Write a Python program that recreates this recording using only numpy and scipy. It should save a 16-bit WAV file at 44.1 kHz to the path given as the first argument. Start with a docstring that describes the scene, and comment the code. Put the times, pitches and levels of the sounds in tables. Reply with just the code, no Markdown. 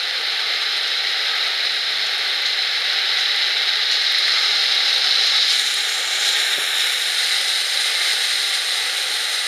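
"""Heavy rain and hail on a car park, heard from a building above it.
From the start, countless ringing hailstones clatter over a wash of far rain. Gathered water splats,
showers of stones drum on something hollow and cars pass faintly. The hail builds in waves to a peak
at 5.5 s, as the microphone swings to the yard and the fizz of near splashes comes into the open.
Near 6.6 s it points down with a soft handling bump, briefly dulling the hail, which rattles on."""
import sys
import numpy as np
from scipy import signal
from scipy.fft import rfft, irfft
from scipy.io import wavfile
from scipy.ndimage import map_coordinates

SR = 44100
rng = np.random.default_rng(int(sys.argv[2]) if len(sys.argv) > 2 else 0)


def digitize_waveform(pressure):
    """Quantize a signal to 16-bit integers and store it at the path in sys.argv[1].

    Rows of a 2-D input are taken as channels; values are limited to [-1, 1].
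    """
    field = np.atleast_2d(pressure).T
    bounded = np.clip(field, -1, 1)
    quanta = np.round(bounded * 32767).astype(np.int16)
    wavfile.write(sys.argv[1], SR, quanta)


N = 417627
TIME = np.arange(N) / SR
FRAME_HZ = np.fft.rfftfreq(512, 1 / SR)[:, None]

# the waves of hail: t/s, level/dB
HAIL_WAVES = [(0, -3.5), (.5, -1), (2.35, -1.3), (3.3, 1.2), (3.7, 0.5), (4.4, 3.5), (4.75, 3), (5.5, 4.5),
              (5.62, 0.5), (6.08, -3), (6.28, 2.4), (6.66, -3.8), (6.82, 0.5), (7.02, -1.9), (7.3, 1.5),
              (7.65, -1.4), (8.05, 1), (9.0, -3)]
# the ring of a hailstone: f/Hz, width/Hz, level/dB
STONE_MODES = [(1660, 500, -61.9), (2060, 430, -57.7), (3180, 1036, -62.8), (3965, 810, -49.8),
               (5090, 600, -57.4), (6112, 1389, -73.6)]
# accents from the heaviest stones: t/s, relative level/dB, f/Hz
HEAVY_STONES = [(1.428, -7, 3980), (2.456, -5, 3900), (2.468, -8, 3900), (2.901, -6, 4000),
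                (3.187, -8, 2050), (4.147, -9, 2050), (4.280, -8, 2050), (4.294, -6, 3980),
                (5.161, -7, 3980), (5.679, -8, 4050), (7.537, -7, 3950), (7.774, -7, 3950)]
# showers of stones on something hollow: middle t/s, length/s, level/dB
DRUM_SHOWERS = [(1.35, .6, -2), (4.33, .75, 4.5), (5.4, .5, 1), (7.98, 0.42, 0), (9.47, .16, 1)]
# the hollow body they strike: f/Hz, width/Hz, level/dB
HOLLOW_MODES = [(1280, 230, -54.5), (1720, 330, -57), (2070, 220, -54)]
# tone of the far rain: f/Hz, level/dB
WASH_EQ = [(40.0, -82), (110.0, -69), (300.0, -80), (420.0, -64), (530.0, -65), (610.0, -71), (780.0, -57),
           (1250.0, -57.5), (2600.0, -63), (3300.0, -60), (5600.0, -95), (7000.0, -89), (12500.0, -88),
           (15000.0, -101.4)]
# tone of the near splashes: f/Hz, level/dB
FIZZ_EQ = [(2500.0, -87), (5500.0, -65.5), (7200.0, -65.5), (8400.0, -64.5), (10300.0, -70.5),
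           (11700.0, -77), (12600.0, -78), (13600.0, -83), (15200.0, -86.5)]
# gathered water hitting the ground: t/s, level/dB
WATER_SPLATS = [(.87, -10), (2.06, -6), (2.456, -2), (3.182, -2), (3.91, 1.5), (5.26, 0.5), (5.5, 4),
                (6.245, 0), (6.79, -2)]
# tone of its spray: f/Hz, level/dB
SPRAY_EQ = [(1500, -80), (3000, -53), (4200, -53.5), (6500, -64.5), (9000, -78), (15000, -90)]
# tiny bright clicks and ticks close to the microphone: t/s, level/dB, f/Hz, width/Hz
CLOSE_TICKS = [(1.355, -25, 12000, 7000), (2.423, -21, 12000, 7000), (2.990, -25, 12000, 7000),
               (4.124, -16, 12000, 7000), (4.187, -18, 10500, 2500), (5.267, -22, 10000, 3000),
               (5.595, -16, 8900, 900), (5.744, -13, 9700, 1500)]
# the microphone's housing: f/Hz, t60/s, relative level/dB
HOUSING_MODES = [(170, 0.05, -3), (302, 0.04, -1.5), (400, 0.049, -1.5), (574, 0.048, -5)]
# cars on the road: middle t/s, length/s, tone f/Hz, tone level/dB, rumble level/dB
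PASSING_CARS = [(1.93, .9, 107.7, -46, -50), (1.9, .9, 161.5, -48, -53), (3.7, 0.66, 110, -50, -58),
                (5.16, 2, 279.9, -54.5, -47.5)]
# reflections off the window frame and walls: delay/s, level/dB
REFLECTIONS = [(.0021, -27), (.0034, -21), (.0052, -21)]
# the microphone's swing: t/s, amount of turned EQ, amount of lowered EQ
MIC_MOVES = [(5.3, 0, 0), (5.8, 0.45, 0.18), (6.2, 0.7, 0), (6.55, 0, 0.8), (6.85, -0.089, 0.75),
             (7.25, -0.28, 0)]
# its tone in those two positions: f/Hz, turned level/dB, lowered level/dB
MIC_EQ = [(1800, 1, 0), (2050, -4.5, -9), (2260, 5.5, 2), (2480, -1, 0), (3300, 2, -1), (3770, -1, 5.5),
          (4200, 0.5, -4.5), (4860, -4.5, -5.5), (5480, 2, 5.5), (6000, 1, -5.5), (7150, 7, 3),
          (8450, -3.5, -4), (9900, -4, 2.5), (14000, -0.5, 5)]

DULL_TILT, LOWERED_TILT = -4, -7.5  # dB per octave
HARD_FROM_DB, TILT_PER_HARD_DB, SPLASH_PER_HARD_DB = 1.2, 1.57, 1.7  # hard hail: brighter, more fizz
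OPEN_AT_S, OPENING_S = 5.52, 0.15  # the splashes are shielded until the swing to the yard
SHIELDED_DB, OPEN_DB, SPLASH_FOLLOW = -17.2, -1.84, 0.37


def hail():
    """The clatter: each stone rings the same short modes, in its own proportions."""
    stones, clatter = impacts(per_s=1000, spread_db=2.0), np.zeros(N)
    for hz, width, db in STONE_MODES:
        blows = patter(evened(stones * rng.uniform(-1, 1, N)), share=.3)
        clatter += coloured(blows, lambda t: resonance(hz, width, db))
    octaves = np.log2(np.maximum(FRAME_HZ, 2000) / 4000)  # the tilt pivots at 4 kHz
    return coloured(clatter, lambda t: gain_of(brightness(t) * octaves))


def hardness(t):
    """How many dB the hail is above the point where it starts to fall hard."""
    return np.maximum(curves(HAIL_WAVES, t)[0] - HARD_FROM_DB, 0)


def brightness(t):
    """The hail's tilt in dB per octave: harder hail is brighter, a lowered microphone duller."""
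    lowered = curves(MIC_MOVES, t)[1]
    return DULL_TILT + TILT_PER_HARD_DB * hardness(t) + LOWERED_TILT * lowered


def large_stones(sharpness=7):
    """The heaviest stones cut through with one mode; the lower it is, the longer it rings."""
    return gain_of(-4) * pings([(s, db, hz, hz / sharpness) for s, db, hz in HEAVY_STONES])


def drumming():
    """Each shower of stones swells and fades as a cluster of hollow knocks."""
    showers = sum(gain_of(db) * swell(s, length) for s, length, db in DRUM_SHOWERS)
    body = sum(resonance(hz, width, db) for hz, width, db in HOLLOW_MODES)
    knocks = patter(impacts(per_s=120, spread_db=2.0), share=.6)
    return coloured(showers * knocks, lambda t: body)


def far_rain():
    """The bed: drops all over the car park merge into a wash."""
    drops = patter(impacts(per_s=1800, spread_db=3.5), share=0.31)
    return coloured(drops, lambda t: gain_of(spectrum(WASH_EQ)))


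def splashes():
    """Near drops burst on wet ground in a fine fizz; some ring briefly at a pitch of their own."""
    drops, rings = patter(impacts(per_s=1800, spread_db=1), share=0.29), np.zeros(N)
    for hz in np.linspace(5000, 15000, num=12):
        resonator = signal.iirpeak(hz, hz / 900, fs=SR)
        rings += signal.lfilter(*resonator, impacts(per_s=80, spread_db=1.0))
    fizz = np.sqrt(SR / 2) * evened(evened(drops) + gain_of(-9) * evened(rings))
    return coloured(fizz, lambda t: gain_of(spectrum(FIZZ_EQ)))


def splats(decay_s, attack_s=0.0023):
    """Gathered water lands, and each splat throws a fast-fading spray of droplets."""
    t, envelope = np.arange(SR // 2) / SR, np.zeros(N)
    for s, db in WATER_SPLATS:
        add(envelope, s, gain_of(db) * np.exp(-t / decay_s) * (1 - np.exp(-t / attack_s)))
    droplets = patter(impacts(per_s=2000, spread_db=3.0), share=0.41)
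    return coloured(envelope * droplets, lambda t: gain_of(spectrum(SPRAY_EQ)))


def near_drops(level_db, low_hz, high_hz):
    """Stray drops tick close by, each a tiny burst of bright noise."""
    band = signal.butter(4, [low_hz, high_hz], "band", fs=SR)
    burst = rng.standard_normal(300) * np.exp(-np.arange(300) / 70)
    ticks = signal.oaconvolve(impacts(per_s=14, spread_db=1.9), burst)[:N]
    return gain_of(level_db) * evened(signal.lfilter(*band, ticks))


def bump(at_s, level_db, attack_s=0.0033):
    """A hand nudges the housing: a few dull modes with a soft attack."""
    t, out = np.arange(SR // 5) / SR, np.zeros(N)
    knock = sum(gain_of(db - 60 * t / t60) * np.sin(2 * np.pi * hz * t) for hz, t60, db in HOUSING_MODES)
    add(out, at_s, gain_of(level_db) * knock * (1 - np.exp(-t / attack_s)))
    return out


def engines():
    """Wavering engine tones and a low rumble swell and fade behind the rain."""
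    out = np.zeros(N)
    for s, length, hz, tone_db, rumble_db in PASSING_CARS:
        pitch_hz = hz * (1 + 0.015 * wander(1, 25))
        tone = np.sin(2 * np.pi * np.cumsum(pitch_hz) / SR)
        out += swell(s, length) * (gain_of(tone_db) * tone + gain_of(rumble_db) * wander(74, 280))
    return out


def walls(x):
    """Early reflections comb the sound; their paths drift as the hand moves."""
    out = x.copy()
    for delay, db in REFLECTIONS:
        lag_s = delay * (1 + .05 * wander(.05, .6))
        out += gain_of(db) * map_coordinates(x, [(TIME - lag_s) * SR], order=3)
    return out


def swing(t):
    """The moving EQ of the microphone as it turns, then points down."""
    turned, lowered = curves(MIC_MOVES, t)
    hz, turned_db, lowered_db = np.transpose(MIC_EQ)
    return gain_of(turned * spectrum(np.c_[hz, turned_db]) + lowered * spectrum(np.c_[hz, lowered_db]))


def impacts(per_s, spread_db):
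    """Random clicks, many small and a few large."""
    size = gain_of(spread_db * np.minimum(rng.exponential(1, N), 4))
    return evened(size * rng.choice([-1, 1], N) * (rng.random(N) < per_s / SR))


def patter(clicks, share):
    """Distinct clicks take this share of the power, a blur of noise the rest; 0 dB per Hz."""
    return np.sqrt(SR / 2) * (np.sqrt(share) * clicks + np.sqrt(1 - share) * rng.standard_normal(N))


def pings(rows):
    """One short ring for each row: t/s, level/dB, f/Hz, width/Hz."""
    t, out = np.arange(SR // 50) / SR, np.zeros(N)
    for s, db, hz, width in rows:
        age = np.pi * width * t  # the ring peaks at age 1
        add(out, s, gain_of(db) * age * np.exp(1 - age) * np.sin(2 * np.pi * hz * t))
    return out


def resonance(hz, width, db):
    """The frequency response of one damped mode."""
    return gain_of(db) / (1 + 2j * (FRAME_HZ - hz) / width) ** 2


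def swell(middle_s, length_s):
    """A fade in and out, shaped as one cosine arch."""
    return np.cos(np.pi * np.clip((TIME - middle_s) / length_s, -.5, .5))


def wander(slow_hz, fast_hz):
    """Random drift of rms 1, stronger at the slow end."""
    hz = np.fft.rfftfreq(N, 1 / SR)
    band = (hz > slow_hz) * (hz < fast_hz)
    return evened(irfft(rfft(rng.standard_normal(N)) * band / np.sqrt(hz + 1), N))


def coloured(x, response):
    """Filters x by response(frame times), a gain for each frequency and moment."""
    _, t, frames = signal.stft(x, SR, nperseg=512, noverlap=384)
    return signal.istft(frames * response(t), SR, nperseg=512, noverlap=384)[1][:N]


def notched(x, hz, width_hz, passes):
    """Cuts a band out of x; each pass carves out more."""
    for _ in range(passes):
        x = signal.lfilter(*signal.iirnotch(hz, hz / width_hz, fs=SR), x)
    return x


def spectrum(points):
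    """An EQ curve through f/Hz, level/dB points on a log-frequency axis."""
    hz, db = np.transpose(points)
    return np.interp(np.log(FRAME_HZ + 1), np.log(hz), db)


def curves(rows, t):
    """Automation: the columns after t/s, read at the times t."""
    s, *columns = np.transpose(rows)
    return [np.interp(t, s, c) for c in columns]


def add(mix, s, sound):
    """Mixes a sound in at s seconds."""
    part = mix[round(s * SR):][:len(sound)]
    part += sound[:len(part)]


def gain_of(db):
    """Decibels to a factor."""
    return 10 ** (np.asarray(db) / 20)


def evened(x):
    """Scaled to rms 1."""
    return x / np.sqrt(np.mean(x ** 2) + 1e-20)


def scene():
    """The mix: over a gently swelling rain bed, hail and splashes ride the same waves and flurries."""
    hail_db = curves(HAIL_WAVES, TIME)[0]
    opened = np.clip((TIME - OPEN_AT_S) / OPENING_S + .5, 0, 1)
    splash_db = SHIELDED_DB + (OPEN_DB - SHIELDED_DB) * opened
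    splash_db += SPLASH_FOLLOW * hail_db + SPLASH_PER_HARD_DB * hardness(TIME)
    flurry = wander(3, 40)
    out = far_rain() * gain_of(-0.29 + 0.8 * wander(.3, 1.4) + 0.17 * flurry)
    out += hail() * gain_of(hail_db - 0.27 + 0.43 * flurry)
    out += splashes() * gain_of(splash_db + 0.88 * flurry)
    out += large_stones() + drumming()
    out += splats(decay_s=.035) + near_drops(level_db=-54.5, low_hz=5500, high_hz=11000)
    out = coloured(walls(out), swing)
    return (out + pings(CLOSE_TICKS) + engines() + bump(at_s=6.576, level_db=-15.5))[None]


def record(dry, low_cut_hz=411, high_cut_hz=15330):
    """A small microphone: thin bass, two dead spots and a steep high cut."""
    x = signal.lfilter(*signal.butter(2, low_cut_hz, "high", fs=SR), dry)
    x = notched(x, hz=1008, width_hz=830, passes=1)
    x = notched(x, hz=7842, width_hz=340, passes=2)
    high_cut = signal.firwin(1023, high_cut_hz, window=("kaiser", 9), fs=SR)
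    return signal.oaconvolve(x, high_cut[None], "same")


dry = scene()
out = record(dry)
digitize_waveform(out)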